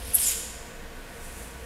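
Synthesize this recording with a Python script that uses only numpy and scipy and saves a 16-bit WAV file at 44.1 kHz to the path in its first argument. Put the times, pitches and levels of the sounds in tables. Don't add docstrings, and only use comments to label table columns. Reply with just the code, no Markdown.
import sys
import numpy as np
from scipy import signal
from scipy.fft import rfft, irfft
from scipy.io import wavfile
from scipy.ndimage import uniform_filter1d

SR = 44100
rng = np.random.default_rng(int(sys.argv[2]) if len(sys.argv) > 2 else 0)


def put_to_file(sound):
    columns = np.atleast_2d(sound).T
    safe = np.clip(columns, -1, 1)
    whole_steps = np.round(safe * 32767)
    wavfile.write(sys.argv[1], SR, whole_steps.astype(np.int16))


N = 72765
TOP_HZ = 15650


def jet():
    # time in seconds, level in dB before the low cut.
    envelope = [(0, -44.5), (.055, -43), (.07, -39), (.13, -37), (.15, -22), (.185, -25), (.21, -24.5),
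                (.26, -22.5), (.29, -25), (.32, -30), (.35, -51), (.42, -77)]
    # time in seconds, corner of the low cut in Hz.
    low_cut = [(0, 8900), (.19, 9100), (.225, 7900), (.26, 6650), (.3, 6540)]
    # frequency in Hz, relative level of the hiss in dB.
    spectrum = [(3000, 0.5), (6000, -4.5), (7200, -2), (8800, -3), (10200, -1), (11450, -0.5),
                (12000, -5.5), (13500, -16), (15500, -38)]
    cut_db_per_octave, roughness_db = 29, 2
    f, corner_hz = freqs(), curve(low_cut)
    air = rfft(noise(colour(spectrum, f) * (f > 2000) * (f < TOP_HZ)))
    centres = np.geomspace(2000, 16000, 25)
    hiss = 0
    for hz, pick in zip(centres, np.eye(len(centres))):
        band = irfft(air * np.interp(f, centres, pick), N)
        octaves_below = np.maximum(np.log2(corner_hz / hz), 0)
        hiss = hiss + band * undb(-cut_db_per_octave * octaves_below)
    return hiss * undb(curve(envelope) + roughness_db * walk(220))


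def sputter():
    # peak time in seconds, level in dB, half length in seconds, whistle share from 0 to 1.
    spurts = [(.1405, -26, .003, .05), (0.145, -15.5, .0009, .05), (0.1464, -12, 0.00063, 0.2),
              (.1513, -11.5, .0011, 0.9), (.155, -11, 0.00076, 0.67), (.157, -16.5, .001, .7),
              (0.161, -22.5, .0014, 0.8), (0.167, -24, 0.0012, .1)]
    # centre in Hz, width in Hz, relative level in dB.
    slit = [(7910, 350, -14.5), (8630, 520, -11), (9300, 450, -3.5), (10400, 450, -1.5), (11040, 280, -7),
            (11500, 500, -9)]
    whistle_hz, waver = 11530, 0.0094
    hiss = unit(sum(undb(db) * noise(resonance(hz, width)) for hz, width, db in slit))
    pitch_hz = whistle_hz * (1 + waver * walk(280))
    whistle = unit(np.sin(2 * np.pi * np.cumsum(pitch_hz) / SR))
    hiss_power = swell(peak_s=0.15, half_s=0.006, db=-25) ** 2
    whistle_power = 0
    for peak_s, db, half_s, share in spurts:
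        power = swell(peak_s, half_s, db) ** 2
        hiss_power = hiss_power + (1 - share) * power
        whistle_power = whistle_power + share * power
    return np.sqrt(hiss_power) * hiss + np.sqrt(whistle_power) * whistle


def nozzle():
    # time in seconds, centre in Hz, level in dB.
    glide = [(0.169, 9300, -55.5), (.205, 9200, -32.5), (.225, 8300, -39), (.248, 7750, -32),
             (.275, 7070, -30.5), (.297, 6950, -31), (.32, 6940, -47), (.37, 6860, -75.5)]
    width_hz = 210
    centre_hz = curve([(s, hz) for s, hz, _ in glide])
    level_db = curve([(s, db) for s, _, db in glide])
    phase = 2 * np.pi * np.cumsum(centre_hz) / SR
    slide = unit(walk(width_hz) * np.cos(phase) + walk(width_hz) * np.sin(phase))
    hollow = noise(resonance(hz=5130, width_hz=250))
    return slide * undb(level_db) + hollow * swell(peak_s=.245, half_s=.016, db=-36)


def bore():
    # time in seconds, level in dB.
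    envelope = [(0, -50), (.13, -44), (.16, -42.5), (.185, -37), (.225, -36.5), (.25, -38), (.295, -35),
                (.32, -34.5), (.38, -50), (.45, -83)]
    # frequency in Hz, relative level in dB.
    spectrum = [(500, -14), (1300, -12.5), (2000, -3.5), (2500, -2), (3200, 1), (4200, -2.5), (5200, -1),
                (6500, -5.5), (9000, -13.5)]
    return noise(colour(spectrum, freqs())) * undb(curve(envelope) + 1.24 * walk(110))


def draught():
    # time in seconds, level in dB.
    envelope = [(.85, -84), (.97, -61), (1.125, -56), (1.16, -51.5), (1.205, -51.5), (1.25, -47),
                (1.335, -49.5), (1.375, -44), (1.46, -49.5), (1.55, -59), (1.65, -55)]
    # frequency in Hz, relative level in dB.
    spectrum = [(2500, -6.5), (4000, -12.5), (6000, -6), (8000, -2.5), (9800, -0.5), (11500, -4),
                (13000, -8), (15500, -20)]
    return noise(colour(spectrum, freqs())) * undb(curve(envelope) + walk(40))


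def hall(send):
    predelay_s, build_s, low_t60_s, treble_t60_s = 0.012, 0.026, 1.14, 0.64
    t = np.maximum(np.arange(N) / SR - predelay_s, 0)
    wash = rfft(rng.standard_normal(N))
    treble = np.clip((freqs() - 4500) / 6500, 0, 1)
    tail = sum(irfft(wash * band, N) * np.exp(-np.log(1000) * t / t60)
               for band, t60 in [(1 - treble, low_t60_s), (treble, treble_t60_s)])
    tail = tail * (1 - np.exp(-t / build_s))
    return signal.fftconvolve(send, tail / np.sqrt(np.sum(tail ** 2)))[:N]


def near_walls(send):
    echoes = rng.standard_normal(size=900)
    return signal.fftconvolve(send, echoes / np.sqrt(np.sum(echoes ** 2)))[:N]


def ventilation():
    # frequency in Hz, relative level of the fan noise in dB.
    fan_spectrum = [(59, -39), (100, -2.5), (134, -3), (218, -3), (420, -8.5), (519, -6.5), (640, -8),
                    (712, -2), (758, -12.5), (936, -9), (1310, -13), (1520, -8), (5400, -22.5),
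                    (13700, -26.5), (15500, -33)]
    # centre of a duct resonance in Hz, width in Hz, level in dB.
    ducts = [(463.1, 35, -53.5), (516.3, 25, -58), (702, 36, -69)]
    # pitch of a machine tone in Hz, level in dB.
    hum = [(59.2, -55.5), (226.1, -60), (452.2, -66), (694.4, -67.5), (947.5, -63), (1136, -63),
           (1491, -61), (1620, -86), (1852, -63), (2546, -64.5)]
    fan_db, waver_hz, flutter = -45, 3.05, 0.24
    f = freqs()
    bed = undb(fan_db) * noise(colour(fan_spectrum, f) * (f > 85) * (f < TOP_HZ))
    for hz, width, db in ducts:
        bed = bed + undb(db) * noise(resonance(hz, width))
    for hz, db in hum:
        phase = 2 * np.pi * (np.cumsum(hz + waver_hz * walk(11.3)) / SR + rng.random())
        bed = bed + undb(db) * unit(np.sin(phase) * (1 + flutter * walk(14.0)))
    return bed


def rumble():
    # frequency in Hz, relative level in dB.
    spectrum = [(15, -24), (27, 8.5), (40, -21.5), (58, 2), (74, -8), (90, -13.5), (130, -51)]
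    # time in seconds, level in dB.
    envelope = [(0, -38), (.16, -41), (.22, -46), (.34, -41), (.44, -46.5), (.61, -42.5), (.71, -54),
                (.77, -40.5), (.86, -40.5), (.92, -48), (.97, -39.5), (1.14, -51), (1.23, -40), (1.52, -45),
                (1.65, -41.5)]
    f = freqs()
    low = noise(colour(spectrum, f) * (f > 12) * (f < 200))
    levelled = low / np.sqrt(uniform_filter1d(low ** 2, size=SR // 12))
    return levelled * undb(curve(envelope))


def undb(db):
    return 10 ** (np.asarray(db) / 20)


def unit(x):
    return x / np.sqrt(np.mean(x ** 2))


def curve(rows):
    return np.interp(np.arange(N) / SR, *np.array(rows, float).T)


def swell(peak_s, half_s, db):
    return undb(db) * np.exp(-.5 * ((np.arange(N) / SR - peak_s) / half_s) ** 2)


def freqs():
    return np.arange(N // 2 + 1) * SR / N


def colour(points, hz):
    f, db = np.array(points, float).T
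    return undb(np.interp(np.log(hz + 1), np.log(f), db))


def resonance(hz, width_hz):
    return 1 / (1 + ((freqs() - hz) / width_hz * 2) ** 2)


def noise(gain):
    return unit(irfft(gain * np.exp(2j * np.pi * rng.random(N // 2 + 1)), N))


def walk(rate_hz):
    return noise(np.exp(-(freqs() / rate_hz) ** 2) * (freqs() > 0) + 1e-12)


def scene():
    blow_send_db, sputter_send_db = -6.5, -10.5
    trunk_side_db, house_side_db, left_trim_db = -26, -43, -0.43
    blow = jet() + nozzle() + bore() + draught()
    spurts = sputter()
    trunk = blow + spurts + hall(undb(blow_send_db) * blow + undb(sputter_send_db) * spurts)
    house = ventilation() + rumble()
    mid = trunk + house
    side = near_walls(undb(trunk_side_db) * trunk + undb(house_side_db) * house)
    return np.array([(mid + side) * undb(left_trim_db), mid - side])


def record(dry):
    return signal.sosfilt(signal.ellip(10, .1, 90, TOP_HZ, fs=SR, output="sos"), dry)


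dry = scene()
out = record(dry)
put_to_file(out)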